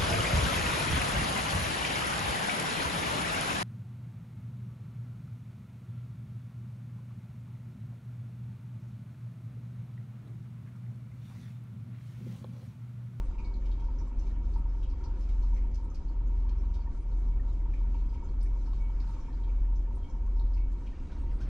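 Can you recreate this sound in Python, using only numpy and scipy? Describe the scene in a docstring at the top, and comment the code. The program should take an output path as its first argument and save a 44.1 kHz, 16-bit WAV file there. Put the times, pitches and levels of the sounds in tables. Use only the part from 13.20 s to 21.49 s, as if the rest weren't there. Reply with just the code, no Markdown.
"""A small valve and its metal fittings tick and rattle faintly on a laboratory bench.
Each contact rasps and makes the metal ring. Knocks patter on a panel near 900 Hz, short blips gurgle,
the treble crackles and a rustle swells late. A slow motor throbs as two close hums beat together,
and ventilation noise lies under everything. Near the end the stereo sound narrows to mono."""
import sys
import numpy as np
from scipy import signal
from scipy.fft import rfft, irfft, next_fast_len
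from scipy.io import wavfile
from scipy.ndimage import uniform_filter1d, map_coordinates

SR = 44100
rng = np.random.default_rng(int(sys.argv[2]) if len(sys.argv) > 2 else 0)


def wav_record(signal):
    """Record a signal, one row per channel, as 16-bit PCM in the file named by sys.argv[1]."""
    frames = np.transpose(np.atleast_2d(signal))
    bounded = np.clip(frames, -1, 1)
    # unit amplitude maps onto the largest positive 16-bit level
    quanta = np.round(bounded * 32767).astype(np.int16)
    wavfile.write(sys.argv[1], SR, quanta)


N = 365569

# The valve's clear ticks: (time [s], level [dB], centre pitch [Hz], breadth [0 narrow to 1 wide])
VALVE_TICKS = [(0.1825, -49, 2440, 0.1), (0.2418, -54.5, 4250, 0.2), (0.3366, -54, 4140, 0),
               (0.4535, -62.5, 2910, 0.95), (0.5112, -57, 3700, 0.5), (0.5945, -67, 2680, 1),
               (0.638, -66.5, 5290, 0.6), (0.7831, -54, 5810, 0), (0.868, -62, 7700, 0),
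               (0.9882, -59.5, 5940, 0.5), (1.0602, -66, 2540, 1), (1.332, -63.5, 4000, 0.8),
               (1.3741, -63, 8760, 0.1), (1.489, -65, 5360, 0), (1.6268, -53.5, 3150, 0.36),
               (1.6975, -58.5, 4650, 0.14), (1.835, -58.5, 4650, 0.7), (2.0058, -69, 5560, 1),
               (2.0322, -66, 4000, 0.7), (2.0862, -62, 2300, 1), (2.2214, -63, 4700, 0.7),
               (2.288, -67, 8400, 0), (2.3338, -59, 5970, 0.1), (2.3624, -51, 2150, 0.26),
               (2.54, -59, 5800, 0.73), (2.6389, -64, 8800, 0.4), (2.698, -60, 6300, 0.1),
               (2.7427, -63, 5850, 1), (2.879, -61, 4470, 0.13), (3.0662, -64, 6760, 0.15),
               (3.2856, -65, 3920, 1), (3.3787, -63, 5400, 0), (3.5369, -62, 3850, 1),
               (3.5997, -60, 4500, 0.1), (3.8094, -62.5, 8800, 0), (3.911, -65, 3960, 0.2),
               (4.3274, -66.5, 8900, 0.3), (4.536, -49, 2310, 0), (4.739, -56, 2540, 0.1),
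               (4.785, -61, 4170, 0), (4.89, -65, 4970, 0.3), (4.9347, -60.5, 2300, 0.7),
               (5.0355, -63, 6950, 0.32), (5.083, -64, 4200, 0.1), (5.2033, -59, 4900, 0.4),
               (5.227, -52, 8950, 0.3), (5.2534, -57.5, 2200, 0.2), (5.256, -64, 5650, 0.1),
               (5.4555, -65.5, 4800, 0.8), (5.478, -66, 8600, 0.3), (5.525, -60.5, 3680, 0.6),
               (5.718, -71, 4900, 0), (5.7994, -57.5, 4370, 0.6), (5.8606, -64.5, 3980, 0.7),
               (5.9298, -64, 2120, 0.8), (5.9998, -62.5, 5860, 0.3), (6.055, -61.5, 2220, 0.6),
               (6.127, -61.5, 4250, 0.3), (6.2356, -59, 3700, 0.2), (6.2837, -56.5, 2390, 0),
               (6.5565, -61.5, 5940, 0.3), (6.75, -55, 8950, 0), (6.8287, -54.5, 3100, 0),
               (6.897, -67, 6100, 0.6), (7.057, -67.5, 6400, 0), (7.158, -65, 5300, 0),
               (7.1926, -56, 4050, 0.3), (7.3325, -59, 4800, 0.3), (7.3717, -57.5, 2350, 0.5),
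               (7.5155, -65, 8000, 0.6), (7.6634, -56, 2600, 0.54), (7.79, -61, 2670, 0.3),
               (7.9165, -65, 3330, 1), (8.2033, -44.5, 1410, 0.27), (8.2133, -46.5, 1650, 0.3)]
# The metal's natural tones: (pitch [Hz], level [dB], time to fade by 60 dB [s])
METAL_TONES = [(2200, -3, .08), (2310, -4, .08), (2440, -3, .07), (2650, -6, .06), (2850, -8, .06),
               (3225, -3, .08), (3710, -9, .07), (3830, -6, .07), (4265, -6, .07), (4480, -8, .06),
               (4780, -8, .09), (4905, -5, .11), (5245, -6, .13), (5350, -5, .14), (5635, -9, .06),
               (5810, -2, .1), (6265, -6, .07), (6470, -6, .08), (7235, -10, .06), (9100, -7, .05)]
def valve_ticks():
    """Each contact makes a short rasp of noise and rings the metal's tones at new strengths."""
    out, t = np.zeros((2, N + SR)), np.arange(SR // 5) / SR
    hz, tone_db, fade_s = np.transpose(METAL_TONES)
    tone_fade = amp(-60 * t / fade_s[:, None])
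    rise_s, rasp_fade_s, peak_width_hz = 0.0051, 0.088, 110
    rise, fade = 1 - np.exp(-t / rise_s), amp(-60 * t / rasp_fade_s)
    rasp_hz = np.fft.rfftfreq(len(t), 1 / SR)
    peaks = amp(tone_db - tone_db.mean()) * peak(rasp_hz[:, None], hz, peak_width_hz)
    metal_gain = (1 + amp(5) * peaks.sum(axis=1)) * (rasp_hz > 1050)  # the tones colour the rasp too
    weak_ticks = rng.uniform([0.76, -78.5, 2400, .1], [N / SR, -71, 8500, .6], size=(110, 4))
    for s, db, centre_hz, breadth in [*VALVE_TICKS, *weak_ticks]:
        strength = amp(tone_db + rng.normal(0, 3, hz.shape)) * tick_colour(hz, centre_hz, breadth) ** 2
        phase = rng.uniform(0, 2 * np.pi, hz.shape) + rng.normal(0, 0.25, (2, len(hz)))
        detuned_hz = hz * rng.normal(1, .007, hz.shape)  # each contact pulls the tones off pitch
        tones = tone_fade * np.exp(2j * np.pi * detuned_hz[:, None] * t)
        ringing = ((strength * np.exp(1j * phase)) @ tones).real
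        noise = rng.standard_normal(len(t)) + 0.81 * rng.standard_normal((2, len(t)))
        gain = tick_colour(rasp_hz, centre_hz, breadth) * metal_gain
        random_colour = amp(rng.normal(0, 2.2, 150).repeat(30)[:len(rasp_hz)])
        rasp = irfft(rfft(noise) * gain * random_colour, len(t))
        chatter = uniform_filter1d(rng.standard_normal(len(t) // 90).repeat(90), 45)  # changes every 2 ms
        rasp_size = np.sqrt(np.mean(gain ** 2) * np.mean((rise * fade) ** 2))
        rasp = rasp_size * unit(rasp * rise * fade * amp(3.1 * chatter))
        ringing *= rise * amp(1.5 * chatter)
        out[:, round(s * SR):][:, :len(t)] += amp(db - 13) * ringing + amp(db + 4.5) * rasp
    return out[:, :N]


def tick_colour(hz, centre_hz, breadth):
    """How strong each pitch is in one tick: a narrow hump on a wide one, cut off in the high treble."""
    hump = lambda at_hz, octaves: np.exp(-.5 * (np.log2((hz + 1) / at_hz) / octaves) ** 2)
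    narrow = hump(centre_hz, octaves=.11 + .2 * breadth)
    wide = amp(-20 + 19.5 * breadth) * hump(4700, octaves=1)
    return (narrow + wide) / (1 + (hz / 9700) ** 16)


# Strikes on the thin metal tone: (time [s], level [dB])
RING_STRIKES = [(.238, -69), (.76, -85.5), (1.15, -80), (2.36, -89), (4.54, -77), (4.96, -77), (5.25, -82),
                (5.6, -68), (6.08, -84), (6.84, -73.5), (7.398, -71), (7.87, -78.5)]
def metal_ring():
    """One thin tone of the rattling metal sounds faintly throughout and is struck now and then."""
    t = np.arange(N) / SR
    pitch_hz, rise_s, fade_s = 2250, .009, .42
    size = amp(-89.5 + 2 * wobble(4.1))
    for s, db in RING_STRIKES:
        age = np.maximum(t - s, 0)
        size += amp(db - 60 * age / fade_s) * (1 - np.exp(-age / rise_s))
    left_right = amp([[7.6], [5.4]] + 2 * wobble(7.3))
    return left_right * size * np.sin(2 * np.pi * pitch_hz * t + .6 * wobble(45))


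# The clearest knocks on the panel: (time [s], level [dB])
PANEL_KNOCKS = [(0.124, -62), (0.31, -52.5), (0.494, -55), (0.685, -49.5), (0.726, -62), (0.814, -51),
                (0.915, -53), (1.038, -54.5), (1.164, -53.5), (1.359, -45), (1.456, -52), (1.696, -57),
                (1.832, -54), (1.86, -47.5), (1.978, -55), (2.232, -51.5), (2.33, -54), (2.44, -55),
                (2.581, -57), (2.656, -51.5), (2.685, -52), (2.896, -56.5), (3.009, -53.5), (3.094, -61),
                (3.194, -59), (3.245, -57.5), (3.312, -51.5), (3.496, -57.5), (3.657, -53.5), (3.675, -48),
                (4.456, -50), (4.612, -56), (4.641, -53), (4.745, -47.5), (4.927, -50.5), (4.958, -51),
                (5.026, -48), (5.088, -53), (5.216, -60), (5.314, -60), (5.476, -49.5), (5.695, -51),
                (5.877, -52), (5.893, -47.5), (5.964, -52), (6.084, -51), (6.275, -51), (6.528, -54.5),
                (6.677, -54), (6.708, -49), (6.77, -49.5), (7.161, -57.5), (7.209, -51.5), (7.305, -54),
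                (7.62, -55), (8.034, -54)]
# The panel's natural tones: (pitch [Hz], width [Hz], level [dB])
PANEL_TONES = [(901, 3.1, -5.5), (921, 13.7, 3), (943.5, 23, -7.5), (953.6, 18, -1.5), (1052, 77, -6.5),
               (1302, 12, 5), (1358, 7.9, -2.5)]
def panel_patter():
    """Knocks, a random patter and faint noise shake the panel; a hollow box behind swells each knock."""
    def panel_and_box(hz):
        resonance = lambda pitch, width: 1j * hz * width / (pitch ** 2 - hz ** 2 + 1j * hz * width)
        panel = sum(amp(db) * resonance(pitch, width) for pitch, width, db in PANEL_TONES)
        return panel * resonance(pitch=930, width=110)

    blows = np.zeros(N)
    patter = rng.uniform([0, -68], [N / SR, -57], size=(280, 2))
    for s, db in [*PANEL_KNOCKS, *patter]:
        blows[int(s * SR)] = amp(db + 47.5)  # a blow is far stronger than the ringing it leaves
    knocks = filtered(blows, panel_and_box)
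    murmur = amp(-67 + 2.7 * wobble(14)) * stereo_noise(panel_and_box)
    return murmur + knocks + amp(-25) * room_echo(knocks[None])


# Gurgling blips: (time [s], level [dB], starting pitch [Hz])
GURGLES = [(.421, -60.5, 1790), (.872, -51, 1080), (1.11, -60, 1850), (1.734, -52, 1090),
           (1.807, -53.5, 1360), (2.715, -52, 1240), (3.264, -50, 1054), (3.434, -53, 1075),
           (3.67, -59, 1810), (3.746, -51, 1310), (4.196, -53.5, 1820), (5.255, -58, 1790),
           (5.532, -52, 1090), (5.988, -50, 1075), (6.104, -56.5, 1790), (6.447, -60.5, 1790),
           (6.652, -61.5, 1780), (7.077, -52.5, 1090), (7.727, -56, 1820), (7.921, -54, 1465),
           (7.515, -63, 1810), (7.607, -63, 1800), (4.535, -57.5, 1790), (8.203, -49, 1380),
           (8.213, -48, 1530)]
def blips():
    """Brief tones start softly, rise a little in pitch and die away, like bubbles."""
    out, t = np.zeros(N + SR), np.arange(SR // 4) / SR
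    rise_s, fade_s = .003, .035
    for s, db, hz in GURGLES:
        size = amp(db + 5 - 60 * t / fade_s) * (1 - np.exp(-t / rise_s))
        out[round(s * SR):][:len(t)] += size * np.sin(2 * np.pi * hz * t * (1 + 0.22 * t))
    return out[:N]


# The clear crackles: (time [s], level [dB])
CRACKLES = [(0.1975, -89), (0.4539, -82), (0.5816, -84), (0.6774, -84), (0.9777, -78), (1.0476, -78),
            (1.3753, -71), (2.0004, -77), (2.4229, -90), (2.633, -79), (2.7457, -75), (3.5384, -84),
            (3.8103, -80), (4.8945, -85), (5.035, -86), (5.2261, -70), (5.8621, -80), (5.9305, -71),
            (6.0542, -86), (6.7516, -77), (6.8688, -80), (7.224, -86), (7.3487, -71), (7.8716, -84),
            (7.9199, -78), (8.2043, -75)]
# Their tone colour: (pitch [Hz], level [dB])
CRACKLE_COLOUR = [(6000, -29.5), (8500, -3.5), (11500, -2.5), (13300, -7), (14300, -25.5)]
def crackles(fade_s=.06):
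    """Dry bursts of high noise start at once and fade fast; tiny ones fall at random in between."""
    size, t = np.zeros(N + SR), np.arange(SR // 8) / SR
    tiny = rng.uniform([0, -99], [N / SR, -91], size=(40, 2))
    for s, db in [*CRACKLES, *tiny]:
        size[round(s * SR):][:len(t)] += amp(db - 5.5 - 60 * t / fade_s)
    return size[:N] * coloured_noise(CRACKLE_COLOUR)


# Brief fizzes: (middle time [s], length [s], level [dB])
FIZZ_SWELLS = [(0.46, .03, -93), (.71, .04, -95), (.87, .12, -99), (0.998, 0.076, -86.5), (1.392, .06, -88),
               (2.027, 0.1, -87), (2.252, .03, -101), (2.753, 0.042, -85), (3.36, .03, -95),
               (3.564, .05, -99), (3.67, .09, -99), (3.84, 0.081, -93), (4.753, 0.045, -95),
               (4.923, .07, -93), (5.236, 0.088, -84), (5.637, 0.18, -88), (5.903, 0.19, -87),
               (6.761, 0.057, -94), (6.883, 0.056, -90), (7.36, .05, -84.5), (7.933, .06, -90),
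               (8.23, .07, -87)]
# Their tone colour: (pitch [Hz], level [dB])
FIZZ_COLOUR = [(8500, -40), (9800, 3.5), (11500, -2), (12400, -13), (13200, -40.5)]
def fizz():
    """Very high noise swells softly and sinks again."""
    t = np.arange(N) / SR
    size = sum(amp(db) * np.exp(-(2 * (t - s) / length) ** 4) for s, length, db in FIZZ_SWELLS)
    return size * patchy(coloured_noise(FIZZ_COLOUR), spread_db=1.5)


# How the rustle grows: (time [s], level [dB])
RUSTLE_SWELL = [(0, -110), (7.5, -100), (7.75, -66.5), (8.1, -70.5), (8.29, -61.5)]
# Its tone colour: (pitch [Hz], level [dB])
RUSTLE_TONE = [(600, -38.5), (1000, 0.5), (1500, -1), (3000, -8.5), (5000, -12.5), (9000, -40),
               (11000, -100)]
def rustle():
    """Uneven noise swells into a nearby rustle at the end."""
    size = amp(over_time(RUSTLE_SWELL)[0] + 3.6 * wobble(25))
    return size * patchy(coloured_noise(RUSTLE_TONE), spread_db=3)


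# Dips in the motor's throb: (time [s], stronger hum's level [dB], weaker hum's share [0 to 1])
THROB_DIPS = [(0.13, -31.5, 0.41), (0.95, -30.5, 0.2), (1.778, -31, 0.4), (2.741, -30.5, 0.93),
              (3.718, -31, 0.33), (4.402, -28, 0.09), (5.008, -31.5, 0.74), (5.55, -28.5, 0),
              (6.007, -33.5, 0.6), (6.841, -28.5, 0.92), (7.85, -37, 1)]
# The hum at three times the shaft speed: (time [s], level [dB])
THIRD_HUM = [(0.0, -45), (1.85, -46), (2.24, -41), (2.45, -54), (3.72, -37), (3.85, -58), (5.26, -39.5),
             (5.33, -49.5), (6.53, -49.5), (7.04, -55), (7.18, -37.5), (7.57, -59), (8.08, -37),
             (8.29, -53)]
def motor(shaft_hz=21.35):
    """The motor hums at 1, 2, 3 and 4 times its shaft speed; a close hum beats against the second."""
    t = np.arange(N) / SR
    dip_s, strong_db, share = np.transpose(THROB_DIPS)
    beat_s = [dip_s[0] - 0.73, *dip_s, dip_s[-1] + 0.73]  # one more beat at each end
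    beat = 2 * np.pi * np.interp(t, beat_s, np.arange(len(beat_s)))
    throb = amp(np.interp(t, dip_s, strong_db)) * (1 - np.interp(t, dip_s, share) * np.exp(1j * beat))
    angle = 2 * np.pi * shaft_hz * t
    first = amp(-47 + 4 * wobble(1.5)) * np.sin(angle + 0.21 * wobble(4.4))
    second = (throb * np.exp(2j * angle + 0.058j * wobble(13))).imag
    third = amp(over_time(THIRD_HUM)[0] + 2.5 * wobble(3.6)) * np.sin(3 * angle + .5 * wobble(1.2))
    fourth = amp(-53 + 0.6 * wobble(4.8)) * np.sin(4 * angle + 1.2 * wobble(5))
    return np.sqrt(2) * (first + second + third + fourth)


# The fan's fuzzy tones: (pitch [Hz], width [Hz], level [dB])
FAN_TONES = [(389.5, 20, -67.5), (511.3, 22, -71), (564, 12, -78.5), (711, 13, -78.5), (4770, 27, -90.5),
             (3245, 41, -88.5)]
def fan_whine():
    """The fan gives narrow bands of noise, heard as faint unsteady tones."""
    hz, width_hz, db = np.transpose(FAN_TONES)[:, :, None]
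    bands = stereo_noise(lambda f: (amp(db) / np.sqrt(width_hz) * peak(f, hz, width_hz)).sum(axis=0))
    return np.linalg.norm(amp(db)) * amp(2.1 * wobble(4)) * bands


# The air's high sounds: (time [s], hiss level [dB], sizzle level [dB])
HISS_LEVELS = [(0.0, -72, -80.5), (0.34, -76, -92), (1.15, -74, -87.5), (1.61, -77.5, -90),
               (1.91, -71.5, -86), (2.63, -78.5, -87.5), (2.88, -76, -93.5), (3.42, -74.5, -90),
               (3.85, -76, -91.5), (5.54, -75.5, -86.5), (5.7, -73, -87), (5.91, -72, -87),
               (6.67, -77, -90.5), (7.55, -76.5, -90.5), (7.92, -71.5, -80.5), (8.29, -77, -80.5)]
# The air's low rush: (time [s], level [dB])
RUSH_LEVELS = [(0.0, -51), (0.81, -51.5), (1.13, -50.5), (2.31, -51.5), (7.78, -51), (8.29, -47)]
# Tone colours of the air's five layers, low to high: (pitch [Hz], level [dB])
RUMBLE_COLOUR = [(7.1, -31.5), (12, -7.5), (32, 5), (54, -4), (72, -1.5), (110, -24), (140, -48),
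                 (240, -120)]
RUSH_COLOUR = [(56, -27.5), (95, -22.5), (107, 0.5), (151, -8), (275, -7.5), (391, -16), (442, -22.5),
               (513, -21.5), (665, -27), (724, -24.5), (832, -28), (880, -36), (1140, -33.5), (1940, -120)]
MIDDLE_COLOUR = [(600, -40.5), (860, -12), (1200, -10.5), (1340, -11.5), (1660, -18), (2050, -19.5),
                 (2280, -16), (2550, -20.5), (3200, -24), (4200, -52), (7000, -120)]
HISS_COLOUR = [(1820, -18.5), (3100, -10.5), (3520, -6.5), (3750, -3), (4780, -6), (6510, -5),
               (8000, -14.5), (10400, -39), (17600, -120)]
SIZZLE_COLOUR = [(6500, -23), (7600, -12.5), (9200, -9), (9900, -22.5), (10400, -35), (12400, -55.5)]
def ventilation():
    """Moving air makes five layers of noise; the middle swells with the hiss and the treble flickers."""
    hiss_db, sizzle_db = over_time(HISS_LEVELS)
    flutter_db = 2 * wobble(12)
    rumble = amp(-37) * coloured_noise(RUMBLE_COLOUR)
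    rush = amp(over_time(RUSH_LEVELS)[0] + 1.5) * coloured_noise(RUSH_COLOUR)
    middle_db = -66.5 + 0.62 * (hiss_db - hiss_db.mean()) + 0.24 * wobble(7.6)
    middle = amp(middle_db) * patchy(coloured_noise(MIDDLE_COLOUR), spread_db=2)
    hiss = amp(hiss_db + flutter_db) * patchy(coloured_noise(HISS_COLOUR), spread_db=2)
    sizzle_db += flutter_db + 3.5 * wobble(22)
    sizzle = amp(sizzle_db) * patchy(coloured_noise(SIZZLE_COLOUR), spread_db=1.5)
    return rumble + rush + middle + hiss + sizzle


# How long the room rings: (pitch [Hz], time to fade by 60 dB [s])
ROOM_FADE = [(500, 0.21), (3000, 0.36), (10000, 0.062)]
def room_echo(x):
    """The room answers a sound with a short tail in which each pitch dies at its own speed."""
    hz, t, spectrum = signal.stft(rng.standard_normal((2, SR // 2)), SR, nperseg=256)
    fade = amp(-60 * t / over_pitch(ROOM_FADE, hz)[:, None])
    tail = signal.istft(spectrum * fade, SR, nperseg=256)[1]
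    return signal.fftconvolve(x, tail / np.linalg.norm(tail[0]), axes=1)[:, :N]


# How alike the noise is on the left and right: (pitch [Hz], likeness [0 to 1])
STEREO_LIKENESS = [(40, 1), (125, 0.98), (300, 0.86), (600, 0.8), (1200, 0.63), (2600, 0.37), (5600, 0.13),
                   (10000, 0.16)]
def stereo_noise(gain):
    """Noise shaped by gain(hz), centred in the bass and wide in the treble."""
    def mid_and_side(hz):
        spread = np.arccos(over_pitch(STEREO_LIKENESS, hz)) / 2
        return gain(hz) * [np.cos(spread), np.sin(spread)]

    mid, side = filtered(rng.standard_normal((2, N)), mid_and_side)
    return unit(np.array([mid + side, mid - side]))


def coloured_noise(colour):
    """Stereo noise with the tone colour of a table."""
    return stereo_noise(lambda hz: amp(over_pitch(colour, hz)))


def patchy(x, spread_db):
    """Turn small patches of time and pitch up or down at random."""
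    spectrum = signal.stft(x, nperseg=512)[2]
    patches = rng.standard_normal(spectrum.shape[1:])
    patches = uniform_filter1d(uniform_filter1d(patches, 5, axis=0), 5, axis=1)
    return unit(signal.istft(spectrum * amp(spread_db * unit(patches)), nperseg=512)[1][:, :N])


def filtered(x, response):
    """Scale and delay each pitch in x by response(hz)."""
    size = next_fast_len(N + SR // 2)
    return irfft(rfft(x, size) * response(np.fft.rfftfreq(size, 1 / SR)), size)[..., :N]


def peak(hz, centre_hz, width_hz):
    """A gain of 1 at the centre that falls away on both sides."""
    return 1 / (1 + (2 * (hz - centre_hz) / width_hz) ** 2)


def wobble(rate):
    """A smooth random curve through rate new values a second."""
    return map_coordinates(rng.standard_normal(int(N * rate / SR) + 4), [np.arange(N) * rate / SR])


def over_time(rows):
    """Join a table's timed points into one curve for each later column."""
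    s, *columns = np.transpose(rows)
    return [np.interp(np.arange(N) / SR, s, column) for column in columns]


def over_pitch(rows, hz):
    """Read between a table's (pitch, value) points, spacing octaves evenly."""
    pitches, values = np.transpose(rows)
    return np.interp(np.log(hz + 1), np.log(pitches + 1), values)


def amp(db):
    """Turn decibels into a gain."""
    return 10 ** (np.asarray(db) / 20)


def unit(x):
    """Scale a signal to an average power of 1."""
    return x / np.sqrt(np.mean(x ** 2) + 1e-20)


def scene():
    """Add up all the sources, with room echo on the ticks and blips."""
    ticks, gurgles = valve_ticks(), blips()
    background = motor() + ventilation() + fan_whine() + fizz() + rustle()
    rattle = panel_patter() + metal_ring() + crackles()
    echo = room_echo(amp(-4.5) * ticks + amp(-12) * gurgles)
    return ticks + rattle + gurgles + background + echo


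# How the two microphones differ: (pitch [Hz], left minus right [dB])
MIC_BALANCE = [(40, 0.5), (100, 0.2), (400, -0.7), (1400, 1), (3000, 2), (6000, 0.5), (9000, -2.5)]
# The stereo width, closing to mono: (time [s], gain of the left-right difference [dB])
STEREO_WIDTH = [(0, -1), (7.55, -1.5), (7.8, -10.5), (7.95, -25), (8.05, -57), (8.29, -98)]
def record(dry):
    """Two microphones differ a little in colour and the left hears slightly late; the end is mono."""
    left_delay_s, highest_hz = 3.5e-5, 14300
    half = np.array([[.5], [-.5]])  # each side takes half of the difference
    balance = lambda hz: amp(half * over_pitch(MIC_BALANCE, hz))
    left, right = filtered(dry, lambda hz: balance(hz) * np.exp(-2j * np.pi * half * hz * left_delay_s))
    mid = (left + right) / 2
    side = (left - right) / 2 * amp(over_time(STEREO_WIDTH)[0])
    return filtered(np.array([mid + side, mid - side]), lambda hz: hz < highest_hz)


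dry = scene()
out = record(dry)
wav_record(out)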